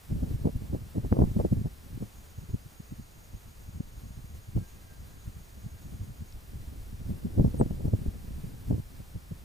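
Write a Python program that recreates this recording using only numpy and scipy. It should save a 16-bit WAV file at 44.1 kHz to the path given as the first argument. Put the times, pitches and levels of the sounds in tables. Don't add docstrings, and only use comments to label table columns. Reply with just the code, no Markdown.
import sys
import numpy as np
from scipy import signal
from scipy.fft import rfft, irfft
from scipy.io import wavfile

SR = 44100
rng = np.random.default_rng(int(sys.argv[2]) if len(sys.argv) > 2 else 0)


def amplitude_ratio(level_db):
    exponent = np.asarray(level_db, float) / 20
    return 10 ** exponent


def int16_out(signal):
    q = np.round(np.clip(np.atleast_2d(signal).T, -1, 1) * 32767)
    wavfile.write(sys.argv[1], SR, q.astype(np.int16))


N = 416304

# centre_s, level_db, length_ms, snap_db (relative to the swirl)
GUST_EDDIES_FIRST = [(.128, -24, 50, -29), (.168, -26.5, 56, -30), (.226, -25.5, 33, -23),
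                     (.35, -22, 20, -45), (.454, -26.5, 70, -20), (.622, -33, 30, -13),
                     (.702, -28, 13, -40), (.99, -33, 14, -20), (1.126, -27, 6.4, 6.5),
                     (1.169, -29, 74, 0.5), (1.191, -13.5, 9.7, -7), (1.24, -15, 14, -13),
                     (1.401, -18, 20.5, -4), (1.455, -28, 14, -10), (1.57, -24, 130, -22),
                     (1.615, -22, 9.5, -27), (7.105, -22.5, 25, -18.5), (7.255, -22.5, 20, -29),
                     (7.399, -14.5, 36, -24), (7.448, -11, 8, -12.5), (7.456, -27.5, 11, -28),
                     (7.48, -25, 35, -19), (7.614, -13, 6.7, -3), (7.855, -21, 37, -18.5),
                     (7.937, -12.5, 5.5, -17), (7.99, -28.5, 24, -24), (8.084, -15, 11, -47),
                     (8.683, -26.5, 34, -25), (8.728, -21.5, 52, -19.5), (8.8, -23, 7.6, -24)]
GUST_EDDIES_SECOND = [(.112, -27.5, 24, -13), (.234, -21, 16, -13.5), (.311, -24.5, 9, -28),
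                      (.456, -18.5, 23, -8), (.562, -20.5, 16, -37), (.749, -24, 31, -7.5),
                      (.982, -21, 29, -17), (1.049, -25, 33, -11.5), (1.126, -13, 19, -13),
                      (1.22, -13, 24, -8), (1.25, -26, 29, -24), (1.279, -23.5, 13, -29),
                      (1.316, -22, 6, -28), (1.368, -15, 15, -17), (1.451, -18, 16, -7.5),
                      (1.526, -13.5, 15.6, -20.5), (1.659, -22.5, 29, -15), (7.398, -16.5, 43, -8.5),
                      (7.448, -33, 12, -12), (7.546, -25.5, 13, -10), (7.613, -16.5, 26, -4.5),
                      (7.662, -22, 13, -20), (7.71, -21, 8.9, -11), (7.808, -31.5, 33, -9),
                      (7.882, -21.5, 25, -13), (7.938, -17, 25, -23), (8.02, -25, 8.9, -33),
                      (8.711, -18, 17, -11), (8.746, -26.5, 41, -16), (8.782, -30.5, 21, -14)]
# centre_s, level_db, length_ms
PUFFS_FIRST = [(1.976, -26, 4.6), (2.185, -39.5, 28), (2.545, -24, 8), (2.66, -36.5, 18), (2.924, -30, 16),
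               (2.998, -33, 20), (3.344, -33, 30), (3.76, -31.5, 40), (3.806, -21, 7.6), (4.037, -37, 45),
               (4.109, -36, 29), (4.178, -35.5, 38), (4.245, -36, 18), (4.49, -34, 27), (5.013, -39, 51),
               (5.279, -29, 31), (5.368, -38, 54), (5.665, -27.5, 11.5), (5.941, -32.5, 29),
               (6.017, -28.5, 40), (6.096, -34.5, 45), (6.222, -27.5, 11), (6.38, -43, 20),
               (6.557, -33, 35), (6.683, -30.5, 16), (7.743, -35, 24), (8.308, -34.5, 29),
               (8.38, -36.5, 70), (9.16, -27, 24), (9.323, -33, 12)]
PUFFS_SECOND = [(0.817, -33, 35), (1.575, -30, 40), (1.932, -31.5, 54), (2.387, -29, 15),
                (2.434, -37.5, 34), (2.5, -29.5, 19), (2.544, -19.5, 18), (2.803, -30.5, 7),
                (3.345, -34.5, 11), (3.466, -40.5, 39), (3.69, -34, 20), (4.192, -39.5, 14),
                (5.645, -35, 37), (5.738, -36.5, 36), (5.857, -37.5, 28), (6.209, -33.5, 24),
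                (6.935, -32.5, 28), (7.008, -37, 28), (7.068, -32, 31), (8.063, -23, 9.4), (8.282, -34, 33),
                (8.442, -29.5, 20), (8.544, -33.5, 16), (9.003, -37, 39), (9.316, -29.5, 12)]
# centre_s, level_db, swirl_hz, length_ms, snap_db
CRACKS_FIRST = [
    (1.2028, -10.5, 159, 3.3, -14),
    (4.565, -17, 131, 17, -29),
    (4.576, -21.5, 122, 7, -10),
    (7.383, -21.5, 149, 16, -12),
    (7.462, -14, 109, 8.6, -20),
]
CRACKS_SECOND = [
    (0.473, -21, 220, 11, -4),
    (0.487, -28, 219, 14, -15),
    (.732, -26, 170, 10.4, -10),
    (0.961, -28.5, 200, 20, -16),
    (1.172, -32, 200, 12, -20),
    (2.025, -28, 125, 40, -11),
    (4.585, -26, 114, 87, -24),
    (7.601, -21.5, 201, 9.8, -9),
    (7.627, -27, 220, 12, -24),
]
# centre_s, peak_db, top_hz
SLAPS = [
    (1.1262, -21, 476),
    (1.221, -32, 430),
    (1.45, -36, 430),
    (2.03, -37, 300),
    (3.806, -36, 170),
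    (4.576, -36, 230),
    (7.6138, -22.5, 440),
    (7.71, -38, 300),
    (7.937, -30, 260),
    (8.712, -35, 330),
]
# start_s, level_db, lean_db (towards the first port)
FLOW = [(0.0, -62, 2), (0.15, -40.5, -7.5), (0.29, -35.5, 2), (0.92, -47.5, -2), (1.29, -31, 0.5),
        (1.5, -35.5, -4), (1.68, -52, -4.5), (2.42, -54, -3.5), (2.81, -52.5, -1.5), (4.36, -54, 9.5),
        (4.89, -51.5, -4.5), (5.18, -47.5, 0), (5.49, -52.5, -2), (6.07, -49, -4), (6.39, -50.5, -8),
        (7.57, -33.5, 1.5), (9.1, -49, 1), (9.44, -50, -1.5)]
# pitch_hz, density_db (per Hz)
RUMBLE_SPECTRUM = [(8, -17), (18, -1.5), (35, -6), (60, -2.5), (110, -12.5), (220, -53)]
# pitch_hz, density_db (per Hz)
CHURN_SPECTRUM = [(30, -40), (60, 0.5), (110, -2.5), (200, -10), (400, -23), (800, -38), (1600, -67),
                  (4000, -100)]
# start_s, level_db
FAR_AIR_LEVEL = [(0.0, -59.5), (1.2, -59.5), (1.45, -58.5), (1.75, -59.5), (4.13, -63.5), (4.57, -61),
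                 (6.85, -61), (7.9, -60.5), (8.4, -59), (8.8, -59.5), (9.44, -62.5)]
# pitch_hz, density_db (per Hz)
FAR_AIR_SPECTRUM = [(200, -4.5), (600, -10.5), (1500, -14), (3500, -17.5), (5000, -18), (14800, -17)]
# start_s, length_s, pitch_hz, level_db (rms)
WHISTLE_SPELLS = [
    (4.59, .11, 1595, -71),
    (4.81, .17, 1595, -70.5),
    (5.05, .2, 1620, -78),
    (5.66, .16, 1590, -76),
]
# pitch_hz, level_db (rms)
ZOOM_LINES = [(6401, -85), (6654, -74)]
# start_s, pitch_hz, peak_db, t60_s
ZOOM_TICK = (6.325, 5450, -49, .011)
# start_s, pitch_hz, level_db (rms)
CHIRP_GLIDE = [
    (7.562, 9150, -90),
    (7.57, 9090, -72),
    (7.58, 8930, -68),
    (7.59, 8760, -54),
    (7.6, 8420, -47.5),
    (7.606, 8150, -50),
    (7.612, 7750, -57),
    (7.618, 7150, -66),
    (7.623, 6700, -90),
]
# pitch_hz, density_db (per Hz)
HISS_SPECTRUM = [(200, -12), (400, -3.5), (1240, -10), (3500, -15), (4800, -12), (9000, -16.5),
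                 (14800, -18)]
# pitch_hz, gain_db
DIFFERENCE_GAIN = [(20, -12), (56, -12), (160, -3.5), (450, 1.5), (900, 6), (2400, 4), (4350, 0.5),
                   (4750, -13.5)]

SWIRL_HZ, SOFT_SNAP_DB, SNAP_DB_PER_OCTAVE, SWIRL_SPREAD_OCTAVES = 93.5, -63.5, 66, 0.098
PUFF_SNAP_FIRST_DB, PUFF_SNAP_SECOND_DB = -34, -28.5
ROUGH_AIR_FROM_S, ROUGH_AIR_SNAP_DB = 7.4, 12
RUMBLE_DB, RUMBLE_FOLLOWS, CHURN_DB, CHURN_FOLLOWS = -47, 0.7, -50, 0.97
WHISTLE_EDGE_S, WHISTLE_THIRD_DB = 0.015, -13
ZOOM_ON_S, ZOOM_OFF_S = 1.99, 6.31
ZOOM_CATCH_HZ, ZOOM_CATCH_DB = 18.0, -8
ZOOM_LEAN_DB, BIRD_LEAN_DB = 6.5, 8
HISS_DB = -60.5
BAND_LIMIT_HZ = 15550


def rms_one(x):
    return x / np.sqrt(np.mean(x ** 2) + 1e-20)


def seconds():
    return np.arange(N) / SR


def in_time(rows):
    s, *columns = np.transpose(rows)
    return [np.interp(seconds(), s, column) for column in columns]


def at_hz(points, hz):
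    point_hz, point_db = np.transpose(points)
    return np.interp(np.log(hz + 1), np.log(point_hz), point_db)


def bins(size):
    return np.arange(size // 2 + 1) * SR / size


def coloured(spectrum):
    white = rfft(rng.standard_normal(N))
    return rms_one(irfft(white * amplitude_ratio(at_hz(spectrum, bins(N))), N))


def drift(hz):
    step = 40
    settling = 2000
    r = np.exp(-2 * np.pi * hz * step / SR)
    noise = rng.standard_normal(N // step + settling + 2)
    slow = signal.lfilter([1], [1, -2 * r, r * r], noise)[settling:]
    return np.interp(np.arange(N) / step, np.arange(len(slow)), rms_one(slow))


def with_swirl(gust_rows, puff_rows, puff_snap_db):
    puffs = []
    for s, level_db, length_ms in puff_rows:
        rough = s > ROUGH_AIR_FROM_S
        puffs.append((s, level_db, length_ms, puff_snap_db + ROUGH_AIR_SNAP_DB * rough))
    s, level_db, length_ms, snap_db = np.transpose(gust_rows + puffs)
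    octaves = (level_db + snap_db - SOFT_SNAP_DB) / SNAP_DB_PER_OCTAVE
    octaves = octaves + SWIRL_SPREAD_OCTAVES * rng.standard_normal(len(s))
    return list(zip(s, level_db, SWIRL_HZ * 2 ** octaves, length_ms, snap_db))


def burst(colour, length_s, noise, turn, pulse_share):
    size = len(noise)
    t = (np.arange(size) - size // 2) / SR
    stretch = np.where(t < 0, 0.85, 1.1)
    bell = np.hanning(size) * np.exp(-0.5 * (t / length_s / stretch) ** 2)
    centred = np.roll(irfft(colour * np.exp(1j * turn), size), size // 2)
    pulse = rms_one(bell * centred)
    swirl = rms_one(bell * irfft(colour * rfft(noise), size))
    return rms_one(pulse_share * pulse + swirl) * np.sqrt(np.mean(bell ** 2))


def eddies(table, size=8192):
    out = np.zeros(N + size)
    hz = bins(size) + 1e-3
    snap = hz / (1 + (260 / hz) ** 8) * np.exp(-(hz / 125) ** 0.87)
    for s, level_db, swirl_hz, length_ms, snap_db in table:
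        noise = rng.standard_normal((2, size))
        turn = rng.uniform(0, 2 * np.pi)
        ratio = hz / swirl_hz
        resonance = np.abs(1 - ratio ** 2 + 1j * ratio / 0.83)
        swing = ratio ** 1.23 / resonance * np.exp(-ratio / 1.097)
        body = burst(swing, length_ms * 0.00049, noise[0], turn, pulse_share=0.58)
        edge = burst(snap, length_ms * 0.00039, noise[1], turn, pulse_share=1.0)
        at = round(s * SR)
        out[at:at + size] += amplitude_ratio(level_db) * (body + amplitude_ratio(snap_db - 4.0) * edge)
    return out[size // 2:size // 2 + N]


def slaps():
    hz = bins(N)
    total = np.zeros(N)
    for s, peak_db, top_hz in SLAPS:
        delay = np.exp(-2j * np.pi * hz * s)
        pulse = irfft(1j * hz * np.exp(-hz / top_hz) * delay, N)
        total += amplitude_ratio(peak_db) * pulse / np.abs(pulse).max()
    return total


def air_flow(rumble_db, churn_db):
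    flutter = drift(hz=7.4)
    rumble = amplitude_ratio(rumble_db + 2.7 * flutter) * coloured(RUMBLE_SPECTRUM)
    churn_level_db = churn_db + 2.0 * flutter + 3.5 * drift(hz=11.0)
    return rumble + amplitude_ratio(churn_level_db) * coloured(CHURN_SPECTRUM)


def far_air():
    level_db = in_time(FAR_AIR_LEVEL)[0] + 1.0
    return amplitude_ratio(level_db) * coloured(FAR_AIR_SPECTRUM)


def whistle():
    t = seconds()
    out = np.zeros(N)
    for s, length_s, hz, level_db in WHISTLE_SPELLS:
        gate = np.clip(np.minimum(t - s, s + length_s - t) / WHISTLE_EDGE_S, 0, 1)
        phase = 2 * np.pi * hz * t
        tone = np.sin(phase) + amplitude_ratio(WHISTLE_THIRD_DB) * np.sin(3 * phase)
        out += np.sqrt(2) * amplitude_ratio(level_db) * gate * tone
    return out * amplitude_ratio(2.0 * drift(hz=30.0))


def zoom_motor():
    t = seconds()
    lines = np.zeros(N)
    for hz, level_db in ZOOM_LINES:
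        catch = np.clip(2 * drift(ZOOM_CATCH_HZ) - 1, 0, 1)
        line_db = level_db + 1.5 + 2.5 * drift(hz=30.0) + ZOOM_CATCH_DB * catch
        wander = (hz - 6300) / 250 * drift(hz=16.0)
        lines += np.sqrt(2) * amplitude_ratio(line_db) * np.sin(2 * np.pi * hz * t + wander)
    running = (t > ZOOM_ON_S) * (t < ZOOM_OFF_S)
    s, hz, peak_db, t60_s = ZOOM_TICK
    after = np.maximum(t - s, 0)
    tick = np.sin(2 * np.pi * hz * after) + 0.6 * np.sin(2 * np.pi * 0.86 * hz * after)
    return lines * running + amplitude_ratio(peak_db - 60 * after / t60_s) * tick


def bird_chirp():
    hz, level_db = in_time(CHIRP_GLIDE)
    phase = 2 * np.pi * np.cumsum(hz) / SR
    sounding = level_db > -89
    return np.sqrt(2) * amplitude_ratio(level_db) * sounding * np.sin(phase)


def capsule_hiss():
    return amplitude_ratio(HISS_DB) * coloured(HISS_SPECTRUM)


def port(table, rumble_db, churn_db):
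    return eddies(table) + air_flow(rumble_db, churn_db) + capsule_hiss()


def scene():
    flow_db, lean_db = in_time(FLOW)
    swing_db = flow_db - np.mean(np.array(FLOW)[:, 1])
    rumble_db = RUMBLE_DB + RUMBLE_FOLLOWS * swing_db
    churn_db = CHURN_DB + CHURN_FOLLOWS * swing_db
    first_eddies = with_swirl(GUST_EDDIES_FIRST, PUFFS_FIRST, PUFF_SNAP_FIRST_DB) + CRACKS_FIRST
    second_eddies = with_swirl(GUST_EDDIES_SECOND, PUFFS_SECOND, PUFF_SNAP_SECOND_DB) + CRACKS_SECOND
    first = port(first_eddies, rumble_db + lean_db, churn_db + lean_db)
    second = port(second_eddies, rumble_db - lean_db, churn_db - lean_db) + slaps()

    sides = np.array([[1], [-1]])
    both = (far_air() + whistle()) * amplitude_ratio(0.98 * drift(hz=13.0))
    motor = zoom_motor() * amplitude_ratio(ZOOM_LEAN_DB * sides - 1.0)
    bird = bird_chirp() * amplitude_ratio(BIRD_LEAN_DB * sides - 3.0)
    return np.array([first, second]) + both + motor + bird


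def band_limit(x):
    return signal.sosfilt(signal.butter(12, 16240, fs=SR, output="sos"), x)


def record(dry):
    mid = (dry[0] + dry[1]) / 2
    difference = (dry[0] - dry[1]) / 2
    side = irfft(rfft(difference) * 1j * amplitude_ratio(at_hz(DIFFERENCE_GAIN, bins(N))), N)
    stereo = np.array([mid + side, mid - side])
    mix = irfft(rfft(stereo) * (bins(N) < BAND_LIMIT_HZ), N)
    return band_limit(mix)


dry = scene()
out = record(dry)
int16_out(out)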